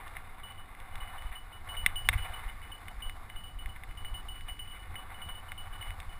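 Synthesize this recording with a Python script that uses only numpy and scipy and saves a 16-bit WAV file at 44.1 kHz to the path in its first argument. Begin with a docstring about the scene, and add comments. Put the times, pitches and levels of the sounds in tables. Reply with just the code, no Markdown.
"""Bumpy dirt track: a bicycle rolls down it with a sealed camera clamped to its handlebar.
Bumps shake the microphone: swinging bass noise, frame shudders and single jolts.
Tyre roar (noise) and grit (random knocks) ring the housing modes; a faint wind hiss lies underneath.
Grit and cables tick on the housing: short forces into three groups of modes and the clamp.
A loose metal part clinks: two close sine tones, restarted at every strike."""
import sys
import numpy as np
from scipy import signal
from scipy.fft import rfft, irfft, next_fast_len
from scipy.io import wavfile
from scipy.ndimage import uniform_filter1d, map_coordinates

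SR = 44100
rng = np.random.default_rng(int(sys.argv[2]) if len(sys.argv) > 2 else 0)


def int16_out(signal):
    """Quantize to a 16-bit WAV file."""
    q = np.round(np.clip(np.atleast_2d(signal).T, -1, 1) * 32767)
    wavfile.write(sys.argv[1], SR, q.astype(np.int16))


def gain_from_decibels(decibels):
    """Convert decibel values to linear amplitude factors."""
    exponent = np.asarray(decibels, float) / 20
    return 10 ** exponent


N = 273305  # samples

# strikes of the loose part: (time [s], lower tone level [dB], upper tone re lower [dB])
CLINK_STRIKES = [(0.4327, -41, -19), (0.5003, -47.5, -3), (.5264, -55.5, -9), (0.578, -47.5, -25),
                 (0.925, -55, -15), (1.0025, -41, -21), (1.0753, -48, -13), (1.179, -45.5, -4),
                 (1.263, -53, -2), (1.3515, -42, -9), (1.525, -44, -24), (1.6886, -35.5, -24),
                 (1.7665, -32.5, -34), (1.872, -46.5, -5), (1.9061, -57, -9), (1.9567, -31, -21),
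                 (2.049, -39, -24), (2.1765, -39.5, -26), (2.22, -40.5, -13), (2.3347, -40.5, -7),
                 (2.485, -48.5, -5), (2.624, -49.5, -17), (2.7167, -41.5, -5), (2.877, -50, -2),
                 (3.0205, -37.5, -13), (3.0636, -41, -18), (3.293, -49, -5), (3.36, -41, -20),
                 (3.436, -43, -10), (3.4787, -47.5, -12), (3.587, -43.5, -10), (3.69, -48, -6),
                 (3.889, -52.5, -14), (3.9724, -42.5, -14), (4.048, -38.5, -14), (4.141, -36.5, -24),
                 (4.2842, -38, -12), (4.353, -44, -15), (4.407, -49.5, -14), (4.4835, -36.5, -31),
                 (4.5915, -37, -10.5), (4.674, -42.5, -12), (4.713, -44, -17), (4.7923, -48.5, -16),
                 (4.956, -38.5, -11), (5.1416, -46, -15), (5.2165, -38, -21), (5.288, -37.5, -14),
                 (5.349, -43, -10), (5.3923, -50, -6), (5.4837, -47.5, -5), (5.5767, -39.5, -14),
                 (5.6427, -53, -7), (5.726, -47, -11), (5.7516, -49, -5), (5.809, -39, -24),
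                 (5.878, -43.5, -16), (6.092, -49, -12), (6.124, -51, -11)]
# camera housing resonances: (centre [Hz], width [Hz], level [dB])
HOUSING_MODES = [(536, 39, -6), (761.4, 93, -2), (918, 204, -11), (1131, 116, -11.5), (1465, 660, -10.5),
                 (1795, 90, -10), (2086, 200, -2), (2150, 1600, -21), (2840, 135, -14), (3550, 400, -8.5),
                 (3680, 117, -12.5), (3960, 140, -43), (5350, 670, -13)]


def unit(x):
    """Scaled to rms 1."""
    return x / np.sqrt(np.mean(x ** 2) + 1e-20)


def along(points, hz):
    """Gain from (Hz, dB) points, linear in dB over log frequency."""
    point_hz, point_db = np.transpose(points)
    return gain_from_decibels(np.interp(np.log(hz + 1), np.log(point_hz + 1), point_db, left=-120))


def curves(rows):
    """One value per sample for each column after the time."""
    time_s, *columns = np.transpose(rows)
    return [np.interp(np.arange(N) / SR, time_s, c) for c in columns]


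def wobble(rate_hz):
    """Smooth random curve with rate_hz normal knots a second."""
    knots = rng.standard_normal(int(N * rate_hz / SR) + 4)
    return map_coordinates(knots, [np.arange(N) * rate_hz / SR])


def filtered(x, response):
    """x times a complex response of frequency."""
    m = next_fast_len(N + 8192)
    return irfft(rfft(x, m) * response(np.fft.rfftfreq(m, 1 / SR)), m)[..., :N]


def noise(spectrum):
    """Coloured noise of rms 1."""
    return unit(filtered(rng.standard_normal(N), lambda hz: along(spectrum, hz)))


def sway(spectrum, span_s):
    """Irregular swing of rms 1: noise levelled by its own power smoothed over span_s, twice."""
    x = noise(spectrum)
    span = round(span_s * SR)
    power = np.abs(uniform_filter1d(uniform_filter1d(x * x, span), span))
    return unit(x / np.sqrt(power + 0.27))


def mode(hz, centre_hz, width_hz):
    """One causal resonance, gain 1 at its centre."""
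    return 1j * hz * width_hz / (centre_hz ** 2 - hz * hz + 1j * hz * width_hz)


def housing(hz, modes=HOUSING_MODES):
    """Modes add in phase, notched at weak frequencies; the soft mount rounds off every force."""
    # notches: (centre [Hz], width [Hz])
    notches = [(1280, 60), (2680, 60), (3225, 200), (3745, 50), (4500, 300), (4830, 300)]
    ring = sum(gain_from_decibels(db) * mode(hz, centre_hz, width_hz) for centre_hz, width_hz, db in modes)
    notch_gain = np.prod([1 - 0.59 * mode(hz, centre_hz, width_hz) for centre_hz, width_hz in notches],
                         axis=0)
    mount_hz = 3500
    return ring * notch_gain / (1 + 1j * hz / mount_hz) ** 2


def shake():
    """Bumps move the microphone itself: restless sway, frame hum with shudders, single jolts."""
    # spectra of deep sway and frame hum: (frequency [Hz], relative level [dB])
    deep_spectrum = [(8, 2), (15, 8.5), (28, -0.5), (48, -3), (62, -10), (90, -42)]
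    hum_spectrum = [(40, -30), (58, -4), (75, 0), (95, 0), (112, -12), (170, -24), (300, -36), (600, -50)]
    # how hard the bar is shaken: (time [s], level before wobble [dB])
    sway_curve = [(0.0, -47), (0.12, -46), (0.96, -47), (1.12, -43.5), (1.53, -48.5), (1.69, -42.5),
                  (1.91, -48), (2.07, -40.5), (2.31, -41.5), (2.45, -45), (2.69, -46), (3.09, -44.5),
                  (3.71, -44.5), (4.47, -44.5), (4.81, -46.5), (5.54, -44.5), (5.7, -43), (6.2, -45)]
    # frame shudders over ruts: (start [s], length [s], peak gain [dB])
    shudders = [(0.924, 0.11, -45), (1.223, 0.04, -49), (1.772, 0.156, -45), (1.963, 0.037, -65),
                (2.04, 0.19, -39), (2.373, 0.034, -51), (2.46, 0.05, -52), (2.627, 0.034, -50),
                (2.976, 0.046, -52), (3.054, 0.034, -56), (3.675, 0.042, -44), (4.111, 0.08, -51),
                (4.515, 0.03, -59), (4.878, 0.091, -43.5), (5.244, 0.043, -43), (5.73, 0.034, -56),
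                (5.784, 0.036, -50), (5.882, 0.22, -53), (6.072, 0.045, -57)]
    # single jolts of the bar: (time [s], peak [dB], width scale [s])
    jolts = [(0.959, -32.5, 0.024), (1.026, -32.5, 0.0074), (1.262, -29, 0.0072), (1.314, -31.5, 0.013),
             (1.789, -29.5, 0.013), (1.839, -29, 0.011), (1.885, -33, 0.017), (1.954, -33, 0.014),
             (2.06, -33, 0.01), (2.101, -25.5, 0.0049), (2.16, -20.5, 0.0064), (2.221, -28.5, 0.0081),
             (2.305, -34, 0.0047), (2.47, -26.5, 0.0086), (2.986, -30.5, 0.0097), (3.072, -27.5, 0.012),
             (3.364, -30.5, 0.017), (3.571, -28, 0.011), (3.664, -28, 0.0061), (3.908, -32.5, 0.013),
             (3.973, -35, 0.009), (4.049, -32.5, 0.026), (4.127, -28, 0.0083), (4.453, -34, 0.01),
             (4.521, -30, 0.0088), (4.906, -38, 0.0054), (5.326, -32.5, 0.014), (5.714, -32, 0.014),
             (5.901, -28.5, 0.0081), (6.086, -32, 0.01)]
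    hum_re_sway_db, hum_swing_ratio, hum_flutter_db = -9, 1.34, 1.5

    t = np.arange(N) / SR
    sway_db, = curves(sway_curve)
    mean_db = sway_db.mean()
    hum_db = mean_db + hum_re_sway_db + hum_swing_ratio * (sway_db - mean_db)
    hum_db = hum_db + hum_flutter_db * wobble(12)
    shudder_gain = sum(gain_from_decibels(db) * np.exp(-2 * ((t - s - 0.5 * length_s) / length_s * 2) ** 2)
                       for s, length_s, db in shudders)
    deep = gain_from_decibels(sway_db + 0.82 * wobble(9)) * sway(deep_spectrum, 0.48)
    hum = (gain_from_decibels(hum_db) + shudder_gain) * sway(hum_spectrum, 0.22)
    out = deep + hum
    for s, db, width_s in jolts:
        near = slice(max(round((s - 0.06) * SR), 0), round((s + 0.06) * SR))
        u = (t[near] - s) / width_s
        # a dip with a rebound on either side
        out[near] -= gain_from_decibels(db) * (1 - 1.22 * u * u) * np.exp(-0.8 * u * u)
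    return out


def tyres():
    """Rolling roar and a spray of small grit knocks, both ringing the housing."""
    # force spectra: (frequency [Hz], relative level [dB])
    roar_drive = [(400, -7.5), (1200, 11.5), (2200, -4.5), (3500, -1.5), (4500, -7), (5300, -23),
                  (6000, -15)]
    grit_drive = [(400, -14.5), (1200, 8.5), (2200, 7.5), (3500, 5), (4500, -10), (5300, -27), (6000, -3)]
    # track roughness: (time [s], steady roar level [dB], steady grit re roar [dB])
    track = [(0.0, -48.5, -6), (0.19, -52.5, -3.5), (0.36, -52.5, -6), (0.62, -56.5, -3.5), (0.85, -52, -8),
             (1.03, -49, -6), (1.16, -49.5, -7.5), (1.38, -54.5, -3), (1.62, -54, -7.5), (1.85, -48, -3.5),
             (2.09, -55, -2), (2.26, -52, 1), (2.35, -46.5, -3.5), (2.57, -54.5, -0.5), (3.21, -53.5, -9),
             (3.43, -57, -4), (4.28, -53, -6), (4.54, -60.5, 0.5), (4.78, -56, 0), (5.13, -52, -3.5),
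             (5.23, -52, -2), (5.37, -51.5, -5.5), (5.58, -54.5, -6), (5.85, -49, -4.5), (6.2, -54.5, -3)]
    # grit sprays against the frame: (peak time [s], level before crest allowance [dB])
    sprays = [(0.009, -50), (0.168, -34), (1.019, -46), (1.162, -45), (1.239, -38), (1.328, -32.5),
              (1.569, -38), (1.68, -28.5), (1.75, -29.5), (1.879, -50), (2.136, -22), (2.186, -23.5),
              (2.255, -25), (2.441, -32), (3.009, -34), (3.362, -41), (3.409, -38), (4.354, -37),
              (4.487, -26.5), (5.126, -35), (5.289, -31.5), (5.67, -35.5), (5.749, -37)]
    spray_rise_s, spray_fall_s, spray_crest_db = 0.0087, 0.013, 18
    knocks_per_s = 2500

    t = np.arange(N) / SR
    roar_db, grit_db = curves(track)
    unrest_db = 1.1 * wobble(14) + 0.31 * wobble(23) + 1.6 * wobble(60)
    roar = rng.standard_normal(N) * gain_from_decibels(unrest_db)
    roar = unit(filtered(roar, lambda hz: along(roar_drive, hz) * housing(hz)))

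    hit = rng.random(N) < knocks_per_s / SR
    size_db = 0.57 * rng.exponential(size=N) + 2.7 * wobble(30)
    knocks = hit * gain_from_decibels(size_db) * rng.standard_normal(N)
    grit = unit(filtered(knocks, lambda hz: along(grit_drive, hz) * housing(hz)))

    spray_gain = sum(gain_from_decibels(db - spray_crest_db)
                     * np.exp(np.minimum((t - s) / spray_rise_s, (s - t) / spray_fall_s))
                     for s, db in sprays)
    roar_gain = gain_from_decibels(roar_db) + gain_from_decibels(-7.0) * spray_gain
    grit_gain = gain_from_decibels(roar_db + grit_db) + spray_gain
    return roar_gain * roar + grit_gain * grit


def air():
    """Soft, even wind hiss past the sealed housing: coloured noise."""
    # (frequency [Hz], relative level [dB])
    air_spectrum = [(90, -17.5), (150, -0.5), (300, -5), (450, -9), (1000, -23.5), (3000, -40), (4500, -63),
                    (5300, -63), (6000, -25)]
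    return gain_from_decibels(-62.0 + 0.61 * wobble(3.0)) * noise(air_spectrum)


def ticks():
    """A short push and a brief rattling contact drive three housing mode groups, clamp and air gap."""
    # ticks: (time [s], drive level [dB], low modes re middle [dB], high modes re middle [dB])
    tick_hits = [(.0794, -48, -11, 2), (.0884, -54, -3, -9), (.1681, -30.5, -17, -16.5),
                 (.5222, -49, -8, -3), (.7496, -40, -23, -16), (.8019, -40, -20, -8), (.956, -39, 2, -3),
                 (.9807, -41, -13, -19), (1.2224, -38.5, -12, -14), (1.8623, -8.5, -19.5, -12.5),
                 (2.0886, -9, -5, -8.5), (2.1337, -27, -8, -18), (2.1295, -28.5, -10, -17),
                 (2.138, -27, -11, -15), (2.1425, -30, -8, -17), (2.146, -38, -12, -24),
                 (2.6768, -40.5, -18, -23), (2.8828, -31, -16, -17.5), (3.0962, -32, -16, -14),
                 (3.2998, -34.5, -25, -16), (3.6593, -31.5, -19, -20), (3.7621, -36.5, -21, -16),
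                 (3.8359, -33.5, -17, -15.5), (3.911, -38.5, -8, -16), (4.0475, -37, -6, -18),
                 (4.409, -37, -16, -14), (4.9555, -32.5, -24, -25), (5.519, -28.5, -8, -16),
                 (5.8263, -33, -13, -18), (5.906, -31, -25, -18), (6.002, -37, -13, -3.5)]
    # drive offsets of the low, middle and high modes: (gain [dB])
    wall_db = [
        [32],
        [31.5],
        [43],
    ]
    # a clink's tap into the middle and high modes: (gain [dB])
    tap_db = [
        [23],
        [27.5],
    ]
    push_s, contact_rise_s, contact_decay_s, rattle_share = 0.000082, 0.0014, 0.0031, 0.47
    thump_hz, thump_width_hz, thump_db = 155, 117, 9.5  # the clamp gives under every tick
    # bright ticks also snap in the air gap of the housing
    snap_hz, snap_width_hz, snap_db, snap_db_per_high_db = 5000, 2000, 6, 1.7

    t = np.arange(2048) / SR
    blows = np.zeros((5, N + len(t)))  # low, middle, high, thump, snap
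    push = np.sin(np.pi * np.clip(t / push_s, 0, 1))
    push = push / np.linalg.norm(push)
    contact = np.exp(-t / contact_decay_s) * (1 - np.exp(-t / contact_rise_s))
    for s, db, low_db, high_db in tick_hits:
        span = slice(round(s * SR), round(s * SR) + len(t))
        rattle = rng.standard_normal((3, len(t))) * contact
        force = push + rattle_share * rattle / np.linalg.norm(rattle, axis=1, keepdims=True)
        blows[:3, span] += gain_from_decibels(db + np.add(wall_db, [[low_db], [0], [high_db]])) * force
        blows[3, span] += gain_from_decibels(db + thump_db) * push
        blows[4, span] += gain_from_decibels(db + snap_db + snap_db_per_high_db * high_db) * force[2]
    # every clink also taps the housing a little
    for s, db, _ in CLINK_STRIKES:
        span = slice(round(s * SR), round(s * SR) + len(t))
        blows[1:3, span] += gain_from_decibels(np.add(db, tap_db)) * push

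    def walls(hz):
        """A broad wall resonance slows each group's build-up; neighbouring groups swing oppositely."""
        return np.array([-mode(hz, 1430, 700) * housing(hz, HOUSING_MODES[:5]),
                         mode(hz, 2100, 970) * housing(hz, HOUSING_MODES[5:8]),
                         -mode(hz, 3000, 3200) * housing(hz, HOUSING_MODES[8:]),
                         mode(hz, thump_hz, thump_width_hz) ** 2,
                         mode(hz, snap_hz, snap_width_hz) ** 2])

    return filtered(blows[:, :N], walls).sum(axis=0)


def clinks():
    """Each strike stills the earlier ring and starts both tones anew; they beat 33 times a second."""
    # lower and upper tone: (frequency [Hz])
    tone_hz = (2953, 2986)
    # the loose part brushes its mount and loses most of its ring: (time [s])
    rests = [.645, 1.44, 1.595, 2.076, 2.42, 2.51, 2.785, 2.91, 3.17, 3.765, 4.21, 5.04, 5.405, 5.945]
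    rise_s, decay_db_per_s = 0.0029, 60 / 0.3
    rub_db_per_s2 = 300  # friction that speeds up the fade
    rest_db_per_s, rest_loss_db = 60 / 0.032, 13  # a brush's extra fade and its limit

    start_s, level_db, upper_db = np.transpose(CLINK_STRIKES)
    t = np.arange(N) / SR
    last = np.maximum(np.searchsorted(start_s, t, "right") - 1, 0)
    age_s = np.maximum(t - start_s[last], 0)
    rest_s = np.array(rests)[np.maximum(np.searchsorted(rests, t, "right") - 1, 0)]
    # a brush acts only on a strike that came before it
    resting_s = np.maximum(t - rest_s, 0) * (rest_s > start_s[last])
    fade_db = level_db[last] - decay_db_per_s * age_s - rub_db_per_s2 * age_s ** 2
    fade_db = fade_db - np.minimum(rest_db_per_s * resting_s, rest_loss_db)
    envelope = gain_from_decibels(fade_db) * (1 - np.exp(-age_s / rise_s))

    # light touches of the mount make each tone uneven
    drift_rad = 0.2 * np.array([wobble(40), wobble(40)])
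    lower = np.sin(2 * np.pi * tone_hz[0] * age_s + drift_rad[0])
    upper = np.sin(2 * np.pi * tone_hz[1] * age_s - 1.4 + drift_rad[1])
    lower = gain_from_decibels(0.96 * wobble(40)) * lower
    upper = gain_from_decibels(upper_db[last] + 0.6 * wobble(65)) * upper
    return envelope * (lower + upper)


def scene():
    """All layers add at one microphone."""
    return (shake() + tyres() + air() + ticks() + clinks())[None]


def band_limit(x):
    """A steep low-pass at the top of the band."""
    return signal.sosfilt(signal.butter(12, 16400, fs=SR, output="sos"), x)


def record(dry):
    """The camera samples at 12 kHz and holds each sample four times, leaving images around 12 kHz."""
    camera_sr_hz, hold = 12000, 4
    # the converter's filter closes around half its rate
    dry = filtered(dry, lambda hz: gain_from_decibels(np.interp(hz, [4940, 5720, 5970, 6300], [-0.5, -5, -7, -60])))
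    coarse = signal.resample_poly(dry, camera_sr_hz // 300, SR // 300, axis=1)
    held = np.repeat(coarse, hold, axis=1)
    out = signal.resample_poly(held, SR // 300, camera_sr_hz * hold // 300, axis=1)[:, :N]
    # low-pass above 15 kHz
    out = filtered(out, lambda hz: gain_from_decibels(np.interp(hz, [15100, 15300, 16400, 16800], [0, -17, -28, -70])))
    return band_limit(out)


dry = scene()
out = record(dry)
int16_out(out)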